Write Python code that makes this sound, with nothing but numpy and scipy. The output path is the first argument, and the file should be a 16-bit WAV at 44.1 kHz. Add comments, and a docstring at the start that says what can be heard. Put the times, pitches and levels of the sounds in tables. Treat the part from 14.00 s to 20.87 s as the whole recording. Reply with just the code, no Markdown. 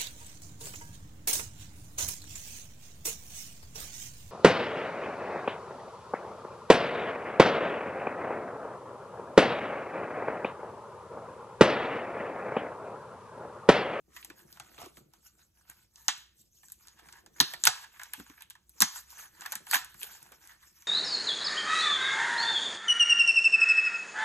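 """A small room, humming and hissing faintly; gloved hands work a blister pack close to a two-port mic over a desk.
First the hands rustle paper, rub card and creak the bent pack, with light snaps as glue and plastic let go.
At 2.1 s comes a hard snap, then loud bursts near 3.4, 3.7 and 4.8 s as the cardboard backing rips.
A dense run of snaps and the heaviest rustle follow around 5.7 s, then lighter handling to the end.
Snaps are noise bursts that ring the card, thuds are pitched knocks, handling is grainy noise; the room answers."""
import sys
import numpy as np
from scipy import signal
from scipy.fft import rfft, irfft, next_fast_len
from scipy.io import wavfile
from scipy.ndimage import uniform_filter1d, map_coordinates

SR = 44100
rng = np.random.default_rng(int(sys.argv[2]) if len(sys.argv) > 2 else 0)


def to_wav(sig):
    """Store sig (one row per channel, or 1-D mono) as 16-bit WAV at the path in sys.argv[1].

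    Samples outside -1..1 are clipped; the rate is SR.
    """
    pcm = np.clip(np.atleast_2d(sig), -1, 1) * 32767
    pcm = np.round(pcm).astype(np.int16)
    wavfile.write(sys.argv[1], SR, pcm.T)  # frames by channels


N = 302967  # samples
CARD_BASS_HZ = 447  # the card is too small to radiate well below this


def snaps():
    """Each release is a bright crack with fizz and a top edge, and its shove sets the card ringing."""
    # glue and plastic letting go: [start_s, crack_peak_db, ring_db re crack, edge_db re crack, crack_hz]
    releases = [(0.1631, -41, 11, 0.5, 6340), (0.168, -41.5, 9.5, 7, 7400), (0.2278, -34.5, -19, -23, 2820),
                (0.247, -30.5, -9, 4, 6860), (0.3001, -41, 8, 1.5, 6460), (0.391, -46.5, -2, -4, 3030),
                (0.527, -37, -28, 2.5, 4800), (0.571, -56, 15.5, -11, 6500), (0.5984, -28, -2, -15, 7500),
                (0.779, -47, 10.5, -9, 3070), (0.7867, -37, -14, -14, 3080), (0.816, -39.5, 5.5, 4, 9000),
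                (0.8598, -40, -0.5, 2.5, 6600), (0.970, -44, 3, 6, 3370), (0.976, -49, 4, 3, 3040),
                (1.1361, -42.5, -6, -3, 6750), (1.6986, -40.5, -6, 14.5, 7750),
                (1.9581, -35, -30, -22.5, 5800), (2.0824, -2, -16.5, -35.5, 6800),
                (2.0841, -9, -4, -29.5, 3220), (2.179, -41.5, -17.5, -2, 6930), (2.632, -55, 11, 4, 3680),
                (2.684, -39, -14, -3, 7000), (2.7, -40.5, -11, -0.5, 6950), (2.72, -39, -13.5, 14, 8300),
                (2.872, -37, -12.5, -0.5, 5900), (2.8831, -32.5, -31, -27, 6193),
                (3.087, -39.5, -1.5, -22, 5940), (3.126, -33, -14.5, -6.5, 6300),
                (3.262, -39, -5, -2.5, 6530), (3.402, 2, -11, -9, 4410), (3.4105, -11, -15, 1.5, 3780),
                (3.5364, -22.5, -5, 1, 3760), (3.638, -5.5, -15, -14, 6900), (3.653, -8.5, -6.5, 9, 3480),
                (3.6696, -2.5, -2.5, -29, 5500), (3.673, 0, -15.5, -5, 7000), (3.96, -57.5, 13.5, -3, 6400),
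                (3.995, -47.5, 17.5, -3, 6400), (4.015, -49.5, 18.5, 12.5, 6400),
                (4.034, -29, -10, 2.5, 6700), (4.135, -25.5, -3.5, 9, 2730), (4.199, -39.5, 3.5, 6, 3360),
                (4.298, -44, 4, -3, 6580), (4.4071, -41, 4, 2, 7030), (4.4214, -33.5, -15.5, 5, 2860),
                (4.5, -30.5, -36, 0, 7200), (4.505, -36.5, -4.5, 7.5, 3350), (4.5522, -52, 11.5, 1.5, 6690),
                (4.694, -50, -18.5, 13, 7110), (4.8048, -6, -12.5, 3, 6770), (4.8134, -12.5, -7.5, 0, 5200),
                (4.819, -8, -16, -6.5, 6100), (4.8207, 0, -7.5, 1.5, 6370), (4.962, -52, 5, 1, 7300),
                (5.105, -38, -12, 1, 6900), (5.1831, -46.5, -24, -11, 7700), (5.409, -30.5, -23, -7, 6800),
                (5.4183, -47, 15, 11, 7090), (5.453, -43, 13, -4, 5800), (5.46, -35.5, 12.5, 10.5, 5760),
                (5.521, -19.5, -7.5, 4.5, 6700), (5.526, -25, -5, 6, 6740), (5.534, -41.5, 12, -10.5, 6500),
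                (5.5542, -22, -3.5, 7.5, 6800), (5.6678, -41, 8, 7, 4270), (5.712, -16.5, -6.5, 6, 7100),
                (5.7269, -20, -2.5, -0.5, 3960), (5.7322, -31, 20, 15.5, 4200), (5.7383, -20, -7, 9, 3970),
                (5.7429, -17.5, 9, 9.5, 5160), (5.7476, -13, -8, -2, 5300), (5.755, -14, 0, 1, 3430),
                (5.767, -26.5, 7, 1, 3300), (5.776, -30, 0, -4, 3240), (5.8462, -34.5, -28, 7.5, 7050),
                (5.9426, -49, 8, 13, 6370), (6.0151, -31, -9.5, -15, 2780), (6.026, -29, -19.5, -3, 2940),
                (6.031, -25, -17, 7.5, 2960), (6.0435, -34, -7, 6, 3200), (6.228, -45, -21, 15.5, 6570),
                (6.2617, -50.5, 4.5, -8, 7700), (6.32, -46, 7.5, 10.5, 6160), (6.4739, -38, -20, 4, 6900),
                (6.822, -41.5, -6, 0, 6580)]
    fizz_t60_s, fizz_scatter = 0.017, 0.37  # median, and spread as a natural log
    ring_t60_s = 0.016  # decay of the shove that drives the card
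    out = np.zeros((2, N + SR))
    t = np.arange(SR // 10) / SR
    for start_s, crack_db, ring_db, edge_db, hz in releases:
        noise = rng.standard_normal((4, 2, len(t)))
        t60 = fizz_t60_s * np.exp(fizz_scatter * rng.standard_normal())
        swell = t / 0.00031 * np.exp(-t / 0.00029)
        fade = (1 - np.exp(-t / 0.000053)) * amp(-60 * t / t60)
        # a short crack, narrow in pitch
        narrow = modes([(hz, 0.8 * hz, 0)])
        crack = peak(filtered(noise[0] * swell * [[1], [.3]], lambda f: narrow(f) ** 4))
        # a broader, longer fizz starts with it
        fizz = peak(filtered(noise[1] * fade, twice([(3600, 3000, 0), (hz, 1.2 * hz, -3)])))
        edge = peak(filtered(noise[3] * (swell + 0.42 * fade), twice([(10100, 6000, 0)])))
        # the bend wave needs a few milliseconds to set the whole card moving
        onset = 1 - np.exp(-t / 0.002)
        shove = noise[2] * [[1], [.6]] * onset * amp(-60 * t / ring_t60_s)
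        ring = peak(filtered(shove, bent(start_s)))
        snap = amp(crack_db) * (crack + 0.45 * fizz + amp(ring_db) * ring + amp(edge_db) * edge)
        first = round(start_s * SR)
        out[:, first:first + len(t)] += snap
    return out[:, :N]


def bent(at_s):
    """The card's resonances as held at that moment, each a little off; too small to radiate bass."""
    # resonances of the flat card: [pitch_hz, width_hz, level_db]
    flat_card = [(827, 240, -2.5), (1054, 300, 2), (1544, 300, 2), (1770, 197, 4.5), (2290, 705, -2.5),
                 (2760, 2230, -7)]
    # bending the card shifts all its resonances: [time_s, pitch_ratio re flat card]
    bend = [(0, 1.2), (.65, 0.75), (.77, 0.7), (.92, 0.64), (1.0, 0.78), (1.9, 0.96), (5.8, 0.95),
            (6.05, 0.9), (6.87, 1.09)]
    pitch = np.interp(at_s, *np.transpose(bend))
    ring = modes([(hz * pitch * rng.normal(1, .05), width, level + rng.normal(0, 1.5))
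                  for hz, width, level in flat_card])
    return lambda f: ring(f) * (1j * f / (1j * f + CARD_BASS_HZ * pitch)) ** 4


def thuds():
    """The pack knocks into the palm: a soft shove of noise whose pitch the finger's grip sets."""
    # knocks into the palm: [start_s, peak_db, pitch_hz]
    knocks = [(0.2995, -42.5, 347), (0.6, -53.5, 136), (0.7826, -46, 415), (0.794, -44, 790),
              (0.816, -33.5, 706), (0.834, -41.5, 335), (0.862, -41, 360), (0.9722, -51, 279),
              (2.084, -50, 282), (3.402, -27, 290), (3.409, -42, 159), (3.5349, -37, 675),
              (3.6718, -32.5, 480), (3.67, -42, 131), (4.178, -45, 278), (4.1974, -36.5, 268),
              (4.296, -46, 278), (4.808, -37, 275), (4.822, -30, 215), (5.5208, -43.5, 610),
              (5.5533, -51, 212), (5.7574, -44, 278), (6.0323, -47, 483), (6.3154, -47, 495)]
    thud_t60_s = 0.017
    out = np.zeros((2, N + SR))
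    t = np.arange(SR // 10) / SR
    for start_s, db, hz in knocks:
        onset = 1 - np.exp(-t / 0.00066)
        shove = rng.standard_normal((2, len(t))) * onset * amp(-60 * t / thud_t60_s)
        thud = peak(filtered(shove * [[1], [.3]], twice([(hz, 0.5 * hz, 0), (70, 50, -8)])))
        first = round(start_s * SR)
        out[:, first:first + len(t)] += amp(db) * thud
    return out[:, :N]


def handling():
    """Gloves slide on paper and plastic in strokes that swell, hold and fade: rustle, rubbed card, dull creak."""
    # strokes of the gloves: [full_from_s, held_s, rustle_db, rub_db re rustle, before rub_gain_db]
    strokes = [(0.156, 0.018, -53.5, 0), (.21, 0.093, -63, -16), (0.385, 0.022, -56, -7.5),
               (0.502, 0.062, -60, -3.5), (.62, 0.12, -66.5, 3), (.755, 0.017, -66.5, 0),
               (0.802, 0.058, -54.5, 4.5), (.965, 0.011, -57.5, -23), (1.146, 0.014, -68, 0.5),
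               (1.264, 0.0014, -52.5, -14), (1.393, 0.028, -62.5, -5.5), (1.577, 0.029, -68.5, -0.5),
               (1.696, 0.017, -56.5, -2.5), (1.778, 0.055, -65.5, -4.5), (1.973, 0.233, -60, -6.5),
               (2.402, 0.0068, -57, -53), (2.552, 0.18, -62, -29), (2.809, 0.022, -60.5, -9),
               (2.864, 0.067, -66, -1.5), (2.994, 0.0084, -70, 12.5), (3.061, 0.13, -62.5, 3),
               (3.37, 0.045, -56.5, -3), (3.471, 0.057, -50.5, -3), (3.623, 0.015, -53, -10.5),
               (3.76, 0.076, -53.5, 4.5), (3.931, .15, -59.5, 0.5), (4.141, 0.065, -53, -1),
               (4.278, 0.041, -60.5, 0.5), (4.381, 0.026, -63, 4.5), (4.689, 0.015, -70.5, -52.5),
               (4.782, 0.17, -54, -5), (4.962, 0.022, -42, -7.5), (5.101, 0.032, -51.5, -7),
               (5.183, 0.058, -47.5, -2.5), (5.34, 0.091, -63.5, -1), (5.413, 0.053, -57.5, 4),
               (5.5, 0.018, -50, -6), (5.728, 0.032, -30, -13.5), (5.9, 0.069, -60.5, -14),
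               (6.024, 0.011, -42.5, -11), (6.071, 0.094, -50.5, -4.5), (6.22, 0.13, -62, 1),
               (6.429, 0.028, -57, -1.5), (6.5, 0.023, -56.5, 1), (6.624, 0.0086, -64, 4),
               (6.673, 0.0056, -56, -11), (6.761, 0.12, -60.5, -5)]
    # colour of the paper rustle: [frequency_hz, level_db per Hz]
    paper = [(300, -25), (1000, -8), (2000, -4.5), (4000, 2), (6500, 10.5), (9000, 7), (13000, 8.5),
             (16500, -12)]
    # the pack held in the palm, resonances: [pitch_hz, width_hz, level_db]
    palm = [(144, 53, -1), (296, 460, -2.5), (550, 610, -5)]
    # level of the creak through time: [time_s, level_db]
    creak_level = [(0, -77.5), (.3, -65.5), (.74, -65.5), (.83, -65), (.95, -64.5), (1.3, -77.5),
                   (2.7, -80.5), (3.2, -66.5), (3.5, -61), (3.8, -79.5), (4.2, -74.5), (4.6, -82),
                   (5.45, -71), (5.62, -63), (5.9, -73), (6.3, -68.5), (6.7, -82), (6.87, -90)]
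    rise_db_per_s, fall_db_per_s = 417.5, 360
    rest_db, rub_gain_db = -79, 10.5  # rustle of hands holding still; gain of the rubbed card
    tick_db, crackle_db = -17.5, -0.5  # re the scrape of the rub
    t = np.arange(N) / SR

    fibres = unit(crackle())
    bright_ticks = filtered(ticks(), lambda f: (1j * f / (1j * f + CARD_BASS_HZ)) ** 2)
    sharp = amp(tick_db) * unit(bright_ticks)
    scrape = unit(grainy(110, 4.8, 0.56, life_s=0.031, patchy_db=1.5)) + amp(crackle_db) * fibres

    rustle_gain = np.full(N, amp(rest_db))
    rub = np.zeros((2, N))
    for full_s, held_s, db, rub_db in strokes:
        rise = rise_db_per_s * np.maximum(full_s - t, 0)
        fall = fall_db_per_s * np.maximum(t - full_s - held_s, 0)
        stroke = amp(db - rise - fall)
        rustle_gain = rustle_gain + stroke
        # only the card rub stops 60 dB below the stroke's peak
        near = stroke > stroke.max() / 1000
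        rubbed = filtered(scrape[:, near], bent(full_s)) + sharp[:, near]
        rub[:, near] += amp(rub_db + rub_gain_db) * stroke[near] * rubbed

    grip_db = 0.72 * wobble(35)
    paper_grain = grainy(160, 4.5, 0.19, life_s=0.0035, patchy_db=5.0)
    rustle = unit(filtered(paper_grain, lambda hz: amp(along(paper, hz))))
    creak = unit(filtered(grainy(65, 6.5, 0.9, life_s=0.037, patchy_db=3.5), modes(palm)))
    creak_gain = amp(np.interp(t, *np.transpose(creak_level)))
    return amp(grip_db) * (rustle_gain * rustle + rub + creak_gain * creak)


def crackle():
    """Small bundles of card fibres let go at random, each a rip of a few milliseconds."""
    per_s, spread_db, rip_s = 90, 4.5, 0.0018
    size = np.minimum(rng.exponential(1, N), 2.5)
    starts = (rng.random(N) < per_s / SR) * amp(spread_db * size)
    t = np.arange(SR // 20) / SR
    rips = signal.fftconvolve(starts, t * np.exp(-t / rip_s))[:N]
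    return rips * rng.standard_normal((2, N)) * [[1], [.4]]


def ticks():
    """Single fibres part in sharp ticks of a few cycles, each at its own pitch and size."""
    per_s, median_hz, decay_cycles, spread_db = 220, 2560, 1.5, 4
    when, chance, side = np.hsplit(rng.random((round(per_s * N / SR), 3)), 3)
    hz = np.clip(median_hz * np.exp(0.5 * rng.standard_normal((len(when), 1))), 800, 12000)
    size = amp(spread_db * np.minimum(-np.log(chance), 3))
    k = np.arange(128)  # samples into the tick
    grain = size * np.sin(2 * np.pi * hz * k / SR) * np.exp(-hz * k / SR / decay_cycles)
    at = ((when * N).astype(int) + k).ravel()
    first = np.bincount(at, grain.ravel(), N + len(k))[:N]
    second = np.bincount(at, (grain * (side - .5)).ravel(), N + len(k))[:N]
    return np.array([first, second])


def grainy(per_s, spread_db, share, life_s, patchy_db):
    """Noise pair, patchy in time and pitch, with tiny slips of uneven size that decay 60 dB in life_s."""
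    z = signal.stft(rng.standard_normal((2, N)), nperseg=256)[2]
    over_pitch = uniform_filter1d(rng.standard_normal(z.shape[1:]), 5, 0)
    field = uniform_filter1d(over_pitch, 8, 1)  # then smoothed over time
    pair = signal.istft(z * amp(patchy_db * unit(field)), nperseg=256)[1][:, :N]
    size = np.minimum(rng.exponential(1, N), 2.5)
    slips = (rng.random(N) < per_s / SR) * amp(spread_db * size)
    decay = amp(-60 * np.arange(SR // 20) / SR / life_s)
    swell = signal.fftconvolve(slips, decay)[:N]
    return pair * (1 + share * unit(swell))


def ports(pair):
    """Two unrelated versions of a sound shared between the mic's ports; the left port hears it first."""
    # phase by which the left port leads: [frequency_hz, lead_radians]
    lead = [(0, 0), (2000, .6), (4800, 3), (6400, 6), (7400, 6.6), (9000, 9), (10200, 9.7), (12000, 12.4),
            (13200, 12.9), (15000, 15.7), (17000, 16.5)]
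    # how alike the two ports are: [frequency_hz, likeness 0-1]
    alike = [(60, 0.4), (150, 0.7), (400, 0), (1000, 0), (1800, 0.4), (4000, 0), (6500, 0.97),
             (15000, 0.99)]
    # left minus right: [frequency_hz, difference_db]
    balance = [(60, 1.5), (2000, -2.5), (6400, 0), (16000, -0.2)]

    def mix(hz):
        turn = np.arccos(np.clip(along(alike, hz), -1, 1)) / 2
        return np.array([np.cos(turn), np.sin(turn)])

    def tilt(hz):
        """Half the level and phase difference; the right port takes the inverse."""
        return amp(along(balance, hz) / 2) * np.exp(.5j * np.interp(hz, *np.transpose(lead)))

    common, own = filtered(pair, mix)
    both = np.array([common + own, common - own])
    return filtered(both, lambda hz: tilt(hz) ** np.array([[1], [-1]]))


def room(x):
    """The desk and near walls answer fast, the rest lingers; each frequency dies at its own speed."""
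    # decay of the lingering room: [frequency_hz, late_t60_s]
    decay = [(200, 0.086), (1400, 0.4), (3700, 0.41), (9700, 0.29), (16000, 0.025)]
    # colour of the echo: [frequency_hz, level_db]
    colour = [(200, 1.5), (1500, -9), (4000, -6.5), (10000, -12)]
    hz, t, z = signal.stft(rng.standard_normal((2, SR * 3 // 4)), SR, nperseg=256)
    late_t60 = along(decay, hz)[:, None]
    early = amp(-60 * t / (0.19 * late_t60))
    late = amp(-8.5 - 60 * t / late_t60)
    tail = signal.istft(z * (early + late), SR, nperseg=256)[1]
    delayed = np.pad(x, ((0, 0), (150, 0)))  # 3.4 ms before the first answer
    wet = signal.fftconvolve(delayed, tail / np.linalg.norm(tail[0]), axes=1)[:, :N]
    return filtered(wet, lambda f: amp(along(colour, f)))


def background():
    """A low rumble and wavering mains hum, nearly alike at both ports, and the microphone's hiss."""
    # colour of the low rumble: [frequency_hz, level_db per Hz]
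    rumble = [(20, -13.5), (64, 2), (216, -11), (266, -19), (315, -14), (484, -38.5), (1200, -64),
              (2640, -120)]
    # mains hum as a resonance: [pitch_hz, width_hz, level_db]
    mains_tone = [(60, 8, 0)]
    hum_db, hiss_db = -73, -80
    noise = rng.standard_normal((2, N))
    common, own = unit(filtered(noise, lambda hz: amp(along(rumble, hz))))
    mains = unit(filtered(rng.standard_normal(N), twice(mains_tone)))
    hum = np.array([common + 0.13 * own, common - 0.33 * own]) + 0.85 * mains
    hiss = amp(hiss_db) * rng.standard_normal((2, N))
    return amp(hum_db + 0.28 * wobble(1.8)) * hum + hiss


def amp(db):
    """Decibels to gain."""
    return 10 ** (np.asarray(db) / 20)


def unit(x):
    """Scaled to rms 1."""
    return x / np.sqrt(np.mean(x ** 2) + 1e-20)


def peak(x):
    """Scaled to peak 1."""
    return x / np.abs(x).max()


def along(points, hz):
    """(Hz, value) points read on a log frequency axis."""
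    f, v = np.transpose(points)
    return np.interp(np.log(hz + 1), np.log(f + 1), v)


def filtered(x, response):
    """x times a complex response of frequency."""
    m = next_fast_len(x.shape[-1] + 8192)  # room for the ringing
    spectrum = rfft(x, m) * response(np.fft.rfftfreq(m, 1 / SR))
    return irfft(spectrum, m)[..., :x.shape[-1]]


def modes(table):
    """The causal response of a few resonances (Hz, width Hz, dB), alternating in sign."""
    def response(f):
        return sum((-1) ** k * amp(db) * 1j * f * width / (hz * hz - f * f + 1j * f * width)
                   for k, (hz, width, db) in enumerate(table))
    return response


def twice(table):
    """Resonances passed two times over: steep skirts."""
    return lambda f: modes(table)(f) ** 2


def wobble(rate):
    """A smooth random curve, rate knots a second."""
    knots = rng.standard_normal(int(N * rate / SR) + 4)
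    return map_coordinates(knots, [np.arange(N) * rate / SR])


def scene():
    """Direct sound and room echo reach both ports, over the background."""
    hands = handling()
    draws = 4
    # the echo averages fresh noise draws of snaps and thuds, for a smooth, even tail
    echo = sum(room(snaps() + thuds() + 0.78 * hands) for _ in range(draws)) / np.sqrt(draws)
    return ports(snaps() + thuds() + hands + echo) + background()


def record(dry):
    """The top octave is dulled and nearly empty from 16 kHz, loud peaks round off, a band limit ends it."""
    # treble colour of the whole sound: [frequency_hz, gain_db]
    treble = [(12500, -3), (14000, -3.5), (15600, -1.5), (16000, -33), (16600, -18)]
    ceiling, top_hz = 0.86, 16600  # level that rounded peaks approach; band limit
    heard = filtered(dry, lambda hz: amp(along(treble, hz)))
    rounded = heard / (1 + np.abs(heard / ceiling) ** 4) ** (1 / 4)
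    return filtered(rounded, lambda hz: hz < top_hz)


dry = scene()
out = record(dry)
to_wav(out)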